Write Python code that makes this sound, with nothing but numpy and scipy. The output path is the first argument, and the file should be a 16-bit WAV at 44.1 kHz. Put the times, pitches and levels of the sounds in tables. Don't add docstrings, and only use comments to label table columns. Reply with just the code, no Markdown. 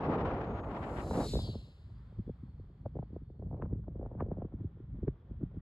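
import sys
import numpy as np
from scipy import signal
from scipy.fft import rfft, irfft
from scipy.io import wavfile
from scipy.ndimage import uniform_filter1d

SR = 44100
rng = np.random.default_rng(int(sys.argv[2]) if len(sys.argv) > 2 else 0)


def generate_wav(signal):
    frames = np.transpose(np.atleast_2d(signal))
    scaled = np.clip(frames, -1, 1) * 32767
    pcm = np.round(scaled).astype(np.int16)
    wavfile.write(sys.argv[1], SR, pcm)


N = 247401
TIME = np.arange(N) / SR
FRAME, HOP = 512, 128
FRAME_S = np.arange(N // HOP + 2) * HOP / SR
FRAME_HZ = np.maximum(np.fft.rfftfreq(FRAME, 1 / SR), 20)[:, None]
CORNER_HZ = 458
STEADY_ABOVE_DB, SHREDS_BELOW_DB = -41.5, -50.5

# time in seconds, level in dB, corner in Hz.
EDDIES = [(0.983, -42, 1040), (1.109, -35.5, 970), (1.153, -42, 745), (1.204, -37, 1010),
          (1.334, -35.5, 520), (1.352, -35, 720), (1.368, -35.5, 500), (1.389, -40.5, 806),
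          (1.486, -40.5, 535), (1.552, -41.5, 585), (2.188, -38, 290), (2.274, -41.5, 333),
          (2.293, -39.5, 440), (2.428, -45.5, 264), (2.595, -50, 384), (2.859, -42.5, 800),
          (2.953, -42.5, 520), (2.966, -45, 640), (2.988, -42.5, 680), (3.026, -46.5, 747),
          (3.126, -45.5, 352), (3.139, -56, 560), (3.161, -43, 596), (3.215, -49, 290), (3.299, -50, 433),
          (3.394, -47, 438), (3.422, -46.5, 625), (3.431, -49, 483), (3.461, -54, 400), (3.511, -47.5, 680),
          (3.527, -46.5, 640), (3.542, -46.5, 680), (3.597, -47, 600), (3.622, -42.5, 1310),
          (3.631, -40, 436), (3.657, -47, 483), (3.706, -53, 503), (3.725, -37, 427), (3.754, -45.5, 403),
          (3.791, -51.5, 380), (3.879, -44, 600), (3.954, -47, 508), (3.993, -43.5, 480),
          (4.012, -45.5, 604), (4.027, -43, 600), (4.06, -47, 870), (4.113, -46, 620), (4.149, -47, 587),
          (4.205, -38, 1300), (4.22, -35.5, 550), (4.26, -46, 580), (4.282, -45.5, 488),
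          (4.314, -36.5, 600), (4.369, -46, 600), (4.381, -43, 517), (4.419, -40, 706), (4.446, -43, 553),
          (4.535, -40.5, 340), (4.605, -43.5, 352), (4.641, -38.5, 324), (4.799, -49, 337),
          (4.941, -47, 280), (4.984, -48, 320), (5.028, -37, 360), (5.043, -47, 325), (5.079, -55.5, 1790),
          (5.078, -32.5, 414), (5.307, -43.5, 347), (5.408, -42.5, 380), (5.428, -34.5, 317),
          (5.567, -41, 298)]
# time in seconds,
# rise of the corner in octaves, lift of the higher hiss in the left channel in dB.
FACING = [(0, 0.69, 1), (.35, 0.32, 0.5), (.62, 1, 1.5), (.76, 1, 1), (1.03, 0.66, 6.5), (1.08, -0.28, 1),
          (1.6, 0.68, 5.5), (1.9, 0.93, 7), (3.4, 0.58, 9)]


def glider(pass_s=1.425, pass_width_s=.175, mach=.235, swish_hz=3400, swish_db=4.5, far_lift_db=9):
    # time in seconds, airspeed relative to the dive.
    airspeed = [(0, .985), (1.2, 1), (1.9, 1), (2.45, .983), (2.8, .969), (3.3, .98), (3.55, .96),
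                (4.0, .83), (4.4, .76), (5.0, .736), (5.6, .736)]
    # time in seconds, lag of the right port in ms.
    bearing = [(0, -.06), (1.0, -.05), (1.12, .04), (1.3, .035), (1.36, .115), (1.40, .165), (1.46, .22),
               (2.1, .2), (5.6, .1)]
    # frequency in Hz, relative level in dB.
    hiss = [(300, -22), (1500, -18), (2500, -15), (3300, -9), (4250, -1), (5200, -8), (6100, -14),
            (7300, -7.5), (9200, -13), (10800, -12.5), (12000, -20), (13000, -26), (15000, -30)]
    receding = (TIME - pass_s) / np.hypot(TIME - pass_s, pass_width_s)
    pitch = curves(airspeed)[0] / (1 + mach * receding)
    air, other_air = (rng.standard_normal(N) + undb(-1) * whistles(pitch, receding) for _ in range(2))
    treble_db = wing_beam(FRAME_S)[1] / (1 + (5100 / FRAME_HZ) ** 12)
    far = 1 - np.exp(-((FRAME_S - pass_s) / .5) ** 2)
    lift_db = far_lift_db * far * np.clip(2 * np.log2(4000 / FRAME_HZ), 0, 1)
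    octaves_off = np.log2(FRAME_HZ / (swish_hz * np.interp(FRAME_S, TIME, pitch)))
    edge_db = swish_db * np.exp(-(octaves_off / .2) ** 2 - ((FRAME_S - 1.64) / .22) ** 2)
    gain = unit_power(colour(hiss, FRAME_HZ) * undb(treble_db + lift_db + edge_db))
    port = undb(1.5 / (1 + ((FRAME_HZ - 4200) / 1200) ** 2))
    alike = .85 + .08 / (1 + (FRAME_HZ / 5600) ** 12)
    lag_s = curves(bearing, FRAME_S)[0] / 1000
    lag_turns = np.where(FRAME_HZ < 5400, FRAME_HZ * lag_s, (7100 - FRAME_HZ) / 4300)
    left = moving_filter(air, gain * port)
    right = moving_filter(air, gain / port * alike * np.exp(-2j * np.pi * lag_turns))
    right += moving_filter(other_air, gain / port * np.sqrt(1 - alike ** 2))
    return np.array([left, right]) * undb(wing_beam(TIME)[0] + .27 * walk(42))


def wing_beam(at, broadside_s=1.332, broadside_db=-52.5, front_db=5, behind_db=-10):
    since = at - broadside_s
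    distance = np.hypot(1, since / .13)
    in_beam = np.exp(-(since / np.where(since < 0, .68, .4)) ** 2)
    off_beam_db = np.where(since < 0, 30, 19) * (1 - in_beam)
    level_db = broadside_db - 20 * np.log10(distance) - off_beam_db
    behind = (1 + np.tanh(since / .12)) / 2
    regained_db = 3 * np.clip(since - .4, 0, 1)
    return level_db, front_db + (behind_db - front_db) * behind + regained_db


def whistles(pitch, receding):
    # pitch in Hz at dive speed without Doppler shift, width in Hz, usual and on-beam level
    # in dB relative to the hiss, on-beam moment in seconds, half length of the swell in seconds.
    gaps = [(3200, 22, 3, 12, 1.22, .2), (3480, 25, -3, 12, 1.42, .08), (3570, 28, -3, 12, 1.3, .11),
            (3840, 35, -5, 8, 1.3, .13), (3960, 25, -3, 6, .85, .3), (4060, 28, -2, 5, 1.3, .1),
            (4400, 30, -1, 9, 1.52, .1), (4540, 40, -5, 7, 1.4, .14), (4670, 22, -1, 13, 1.2, .24),
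            (4770, 25, -4, 10, 1.54, .13), (4940, 25, 0, 11, 1.5, .14), (5450, 14, -2, 16, 3.0, .75),
            (5620, 25, -4, 8, .9, .25), (5780, 35, 0, 8, 1.65, .5), (6020, 35, 0, 8, 2.9, .6),
            (6410, 25, -5, 11, 1.29, .09), (7010, 35, -4, 10, 1.0, .33)]
    smear = .0012 + .0046 * (1 - receding ** 2)
    out = 0
    for hz, width_hz, usual_db, best_db, best_s, half_s in gaps:
        wander = .5 + walk(2 * width_hz) + 1j * walk(2 * width_hz)
        phase = 2 * np.pi * np.cumsum(hz * pitch * (1 + smear * walk(60))) / SR
        tone = unit(np.real(wander * np.exp(1j * phase))) * undb(1.5 * walk(8))
        beam = 1 / (1 + ((TIME - best_s) / half_s) ** 4)
        out += tone * undb(usual_db + (best_db - usual_db) * beam) * np.sqrt(4 * width_hz / SR)
    return out


def chirps(waver=.0032, sag_per_s=.075):
    # start in seconds, length in seconds, pitch in Hz, level in dB.
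    catches = [(0.404, 0.31, 6670, -87.5), (1.94, 0.069, 4730, -89), (1.998, 0.31, 8115, -106),
               (2.25, 0.076, 3400, -87), (2.323, 0.27, 8120, -110), (2.391, 0.25, 4350, -97),
               (3.203, 0.16, 3600, -98)]
    out = np.zeros(N)
    for s, length_s, hz, db in catches:
        age = np.clip(TIME - s, 0, length_s)
        pitch = hz * (1 + waver * walk(130) - sag_per_s * (age - length_s / 2))
        swell = np.sqrt(np.abs(np.sin(np.pi * age / length_s)))
        out += np.sqrt(2) * undb(db) * swell * np.sin(2 * np.pi * np.cumsum(pitch) / SR)
    return out


def far_whistles(width_hz=14, fade_s=.081):
    # start in seconds, pitch in Hz, level in dB. Starts past the end stay silent.
    far_tones = [(5.3, 1900, -92.5), (5.3, 1141, -88.5), (6.7, 1200, -95.5), (4.2, 1400, -89.5),
                 (3.9, 1800, -100), (5.8, 3250, -96)]
    out = 0
    for s, hz, db in far_tones:
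        wander = walk(2 * width_hz) + 1j * walk(2 * width_hz)
        tone = unit(np.real(wander * np.exp(2j * np.pi * hz * TIME)))
        out += tone * undb(db + 2 * walk(2.8)) * np.clip((TIME - s) / fade_s, 0, 1)
    return out


def rush(split_hz=1300, patchy_db=2.5, torn_loss_db=2.5, seesaw=.12):
    # frequency in Hz, gain in dB.
    rush_colour = [(1350, 1.5), (1550, -2), (2800, -1.5), (6000, -10), (9000, -18)]
    level_db, corner_hz = wind_at(FRAME_S)
    corner_hz = corner_hz * np.exp(.22 * walk(70, FRAME_S))
    torn = shredded(level_db)
    flicker_db = (.3 + patchy_db * torn) * walk(50, FRAME_S) - torn_loss_db * torn
    spectrum = turbulence(FRAME_HZ, corner_hz, knee_hz=415, steep=3.66 + 2.8 * torn, low_hz=105)
    gain = unit_power(spectrum) * undb(level_db + flicker_db) * colour(rush_colour, FRAME_HZ)
    shared = 1 / (1 + (FRAME_HZ / split_hz) ** 6)
    both = moving_filter(rng.standard_normal(N), gain * np.sqrt(shared))
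    left, right = (moving_filter(rng.standard_normal(N), gain * np.sqrt(1 - shared)) for _ in range(2))
    return both + np.array([left * undb(curves(FACING)[1]), (right - seesaw * left) * undb(-5.5)])


def wind_at(at, reference_db=-49, db_per_octave=29):
    # time in seconds, level in dB.
    strength = [(0.03, -37.5), (0.092, -32), (0.598, -42), (0.622, -45.5), (0.744, -40.5), (0.868, -42.5),
                (1.068, -43), (1.188, -31.5), (1.258, -39.5), (1.29, -48.5), (1.45, -49), (1.66, -63),
                (1.8, -70), (3.28, -70.5), (3.6, -52), (3.84, -65), (4.05, -56.5), (4.34, -57),
                (4.77, -66.5), (5.6, -64)]
    level_db = curves(strength, at)[0]
    octaves = (np.minimum(level_db, STEADY_ABOVE_DB) - reference_db) / db_per_octave
    return level_db, CORNER_HZ * 2 ** (octaves + curves(FACING, at)[0])


def shredded(level_db):
    return np.clip((STEADY_ABOVE_DB - level_db) / (STEADY_ABOVE_DB - SHREDS_BELOW_DB), 0, 1)


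def turbulence(hz, corner_hz, knee_hz, steep, low_hz):
    return 1 / np.sqrt((1 + (hz / corner_hz) ** steep) * (1 + hz / knee_hz) * (1 + (low_hz / hz) ** 4))


def eddies(cycles=2, raggedness=.5, length_s=.018, typical_db=-40, rise_s=.00093, decay_s=.008):
    size, lead_s = 4096, .03
    t = np.arange(size) / SR
    hz = np.maximum(np.fft.rfftfreq(size, 1 / SR), 1)
    crackle_band = turbulence(hz, 1500, knee_hz=900, steep=8, low_hz=900)
    age = t - lead_s - .003
    front = np.exp(-np.abs(age) / np.where(age < 0, rise_s, decay_s))
    cloud = np.exp(-np.minimum(t, t[::-1]) / .0054)
    taper = signal.windows.tukey(size, .4)
    rows = list(EDDIES) + stray_eddies()
    out = np.zeros((2, N + size))
    for (s, db, corner_hz), noise in zip(rows, rng.standard_normal((len(rows), 4, size))):
        sweep = np.exp(-2j * np.pi * (cycles * np.log(hz) + lead_s * hz + noise[3, 0]))
        ragged = 1 + raggedness * unit(rfft(noise[2] * cloud))
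        spectrum = turbulence(hz, corner_hz, knee_hz=270, steep=9.5, low_hz=63.5)
        thud = unit(irfft(spectrum * sweep * ragged) * taper) * undb(db)
        crackle_db = typical_db - 36 + 1.6 * (db - typical_db) + 10 * np.log2(corner_hz / CORNER_HZ)
        crackle = unit(irfft(rfft(noise[:2] * front) * crackle_band)) * undb(crackle_db)
        start = int(s * SR)
        out[:, start:start + size] += (thud + crackle) * np.sqrt(length_s * SR / size)
    return out[:, int(lead_s * SR):][:, :N]


def stray_eddies(count=110, gust_per_s=10, full_gust_db=-57, over_db=6.5, scatter_db=2.5):
    s = (np.arange(count) + rng.random(count)) / count * TIME[-1]
    wind_db, corner_hz = wind_at(s)
    gust_db = np.minimum(wind_db, full_gust_db)
    per_s = gust_per_s * undb(gust_db - full_gust_db) * shredded(wind_db)
    hits = rng.random(count) < per_s * TIME[-1] / count
    strength, brightness = rng.standard_normal((count, 2)).T
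    level_db = gust_db + over_db + scatter_db * strength
    return list(np.transpose([s, level_db, corner_hz * np.exp(.083 * brightness)])[hits])


def pops(ring_s=.0067, sag_per_s=14):
    # time in seconds, pitch in Hz, peak level in dB.
    port_pops = [(2.863, 578, -40.5), (5.081, 402, -33.5)]
    out = 0
    for s, hz, db in port_pops:
        age = TIME - s
        swell = undb(db) * np.exp(-(age / ring_s) ** 2)
        out += swell * np.sin(2 * np.pi * hz * age * (1 - sag_per_s * age / 2))
    return out


def rumble(patchy_db=3.5, wake_db=1.5, wake_delay_s=.0072, wake_s=.01):
    # time in seconds, relative level in dB.
    buffeting = [(0.0, -51.5), (0.41, -43), (0.92, -48.5), (1.4, -43), (1.7, -54), (1.8, -59.5),
                 (1.96, -50.5), (2.08, -51), (2.21, -54), (2.38, -53.5), (2.6, -51), (2.72, -58),
                 (2.86, -51), (3.03, -47.5), (3.11, -54), (3.3, -53), (3.58, -47.5), (3.75, -41),
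                 (3.85, -55.5), (4.02, -46.5), (4.38, -49), (4.66, -52), (4.77, -53.5), (4.9, -48.5),
                 (5.12, -51), (5.25, -56), (5.36, -47), (5.5, -56.5), (5.6, -52)]
    # frequency in Hz, relative level in dB.
    spectrum = [(20, -26.5), (32, -19.5), (45, 3), (65, 2), (100, 1.5), (150, -3), (230, -13.5),
                (400, -35.5), (800, -80.5)]
    swirls = steady_noise(spectrum)
    running_rms = np.sqrt(uniform_filter1d(swirls ** 2, SR // 12) + 1e-6)
    bed = undb(curves(buffeting)[0] + 3.08 + patchy_db * walk(16))
    wakes = sum(undb(db + wake_db) ** 2 * np.exp(-((TIME - s - wake_delay_s) / wake_s) ** 2)
                for s, db, _ in EDDIES)
    return swirls / running_rms * np.sqrt(bed ** 2 + wakes)


def field():
    # frequency in Hz, relative level in dB.
    spectrum = [(100, -38), (400, -14.5), (750, 0.5), (1100, 2), (1500, -3), (2000, -7.5), (2800, -16.5),
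                (3300, -10.5), (4000, -20.5), (5500, -30.5), (9000, -47.5), (15000, -36)]
    # time in seconds, relative level in dB.
    swell = [(0, -103), (2.0, -75.5), (2.8, -81), (3.15, -79.5), (3.35, -86), (4.5, -82), (4.65, -79.5),
             (5.6, -78)]
    both, left, right = (steady_noise(spectrum) for _ in range(3))
    return (both + np.array([left, right])) * undb(curves(swell)[0] - 1 + .5 * walk(37))


def undb(db):
    return 10 ** (np.asarray(db) / 20)


def curves(table, at=TIME):
    s, *columns = np.transpose(table)
    return [np.interp(at, s, c) for c in columns]


def colour(points, hz):
    f, db = np.transpose(points)
    return undb(np.interp(np.log(np.maximum(hz, 1)), np.log(f), db))


def unit(x):
    return x / np.sqrt(np.mean(np.abs(x) ** 2))


def unit_power(gain):
    return gain / np.sqrt(np.mean(gain ** 2, axis=0))


def walk(rate, at=TIME):
    return 1.2 * np.interp(at * rate, np.arange(4096), rng.standard_normal(4096))


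def steady_noise(points):
    return unit(irfft(rfft(rng.standard_normal(N)) * colour(points, np.fft.rfftfreq(N, 1 / SR)), N))


def moving_filter(x, gain):
    z = signal.stft(x, nperseg=FRAME, noverlap=FRAME - HOP)[2]
    return signal.istft(z * gain[:, :z.shape[1]], nperseg=FRAME, noverlap=FRAME - HOP)[1][:N]


def scene():
    return glider() + chirps() + far_whistles() + field() + rush() + rumble() + eddies() + pops()


def record(dry, bass_hz=22, top_hz=15300, fade_s=.006):
    dry = signal.sosfilt(signal.butter(2, bass_hz, "highpass", fs=SR, output="sos"), dry)
    dry = dry * np.clip(np.minimum(TIME, TIME[::-1]) / fade_s, 0, 1)
    return signal.sosfilt(signal.ellip(8, .2, 70, top_hz, fs=SR, output="sos"), dry)


dry = scene()
out = record(dry)
generate_wav(out)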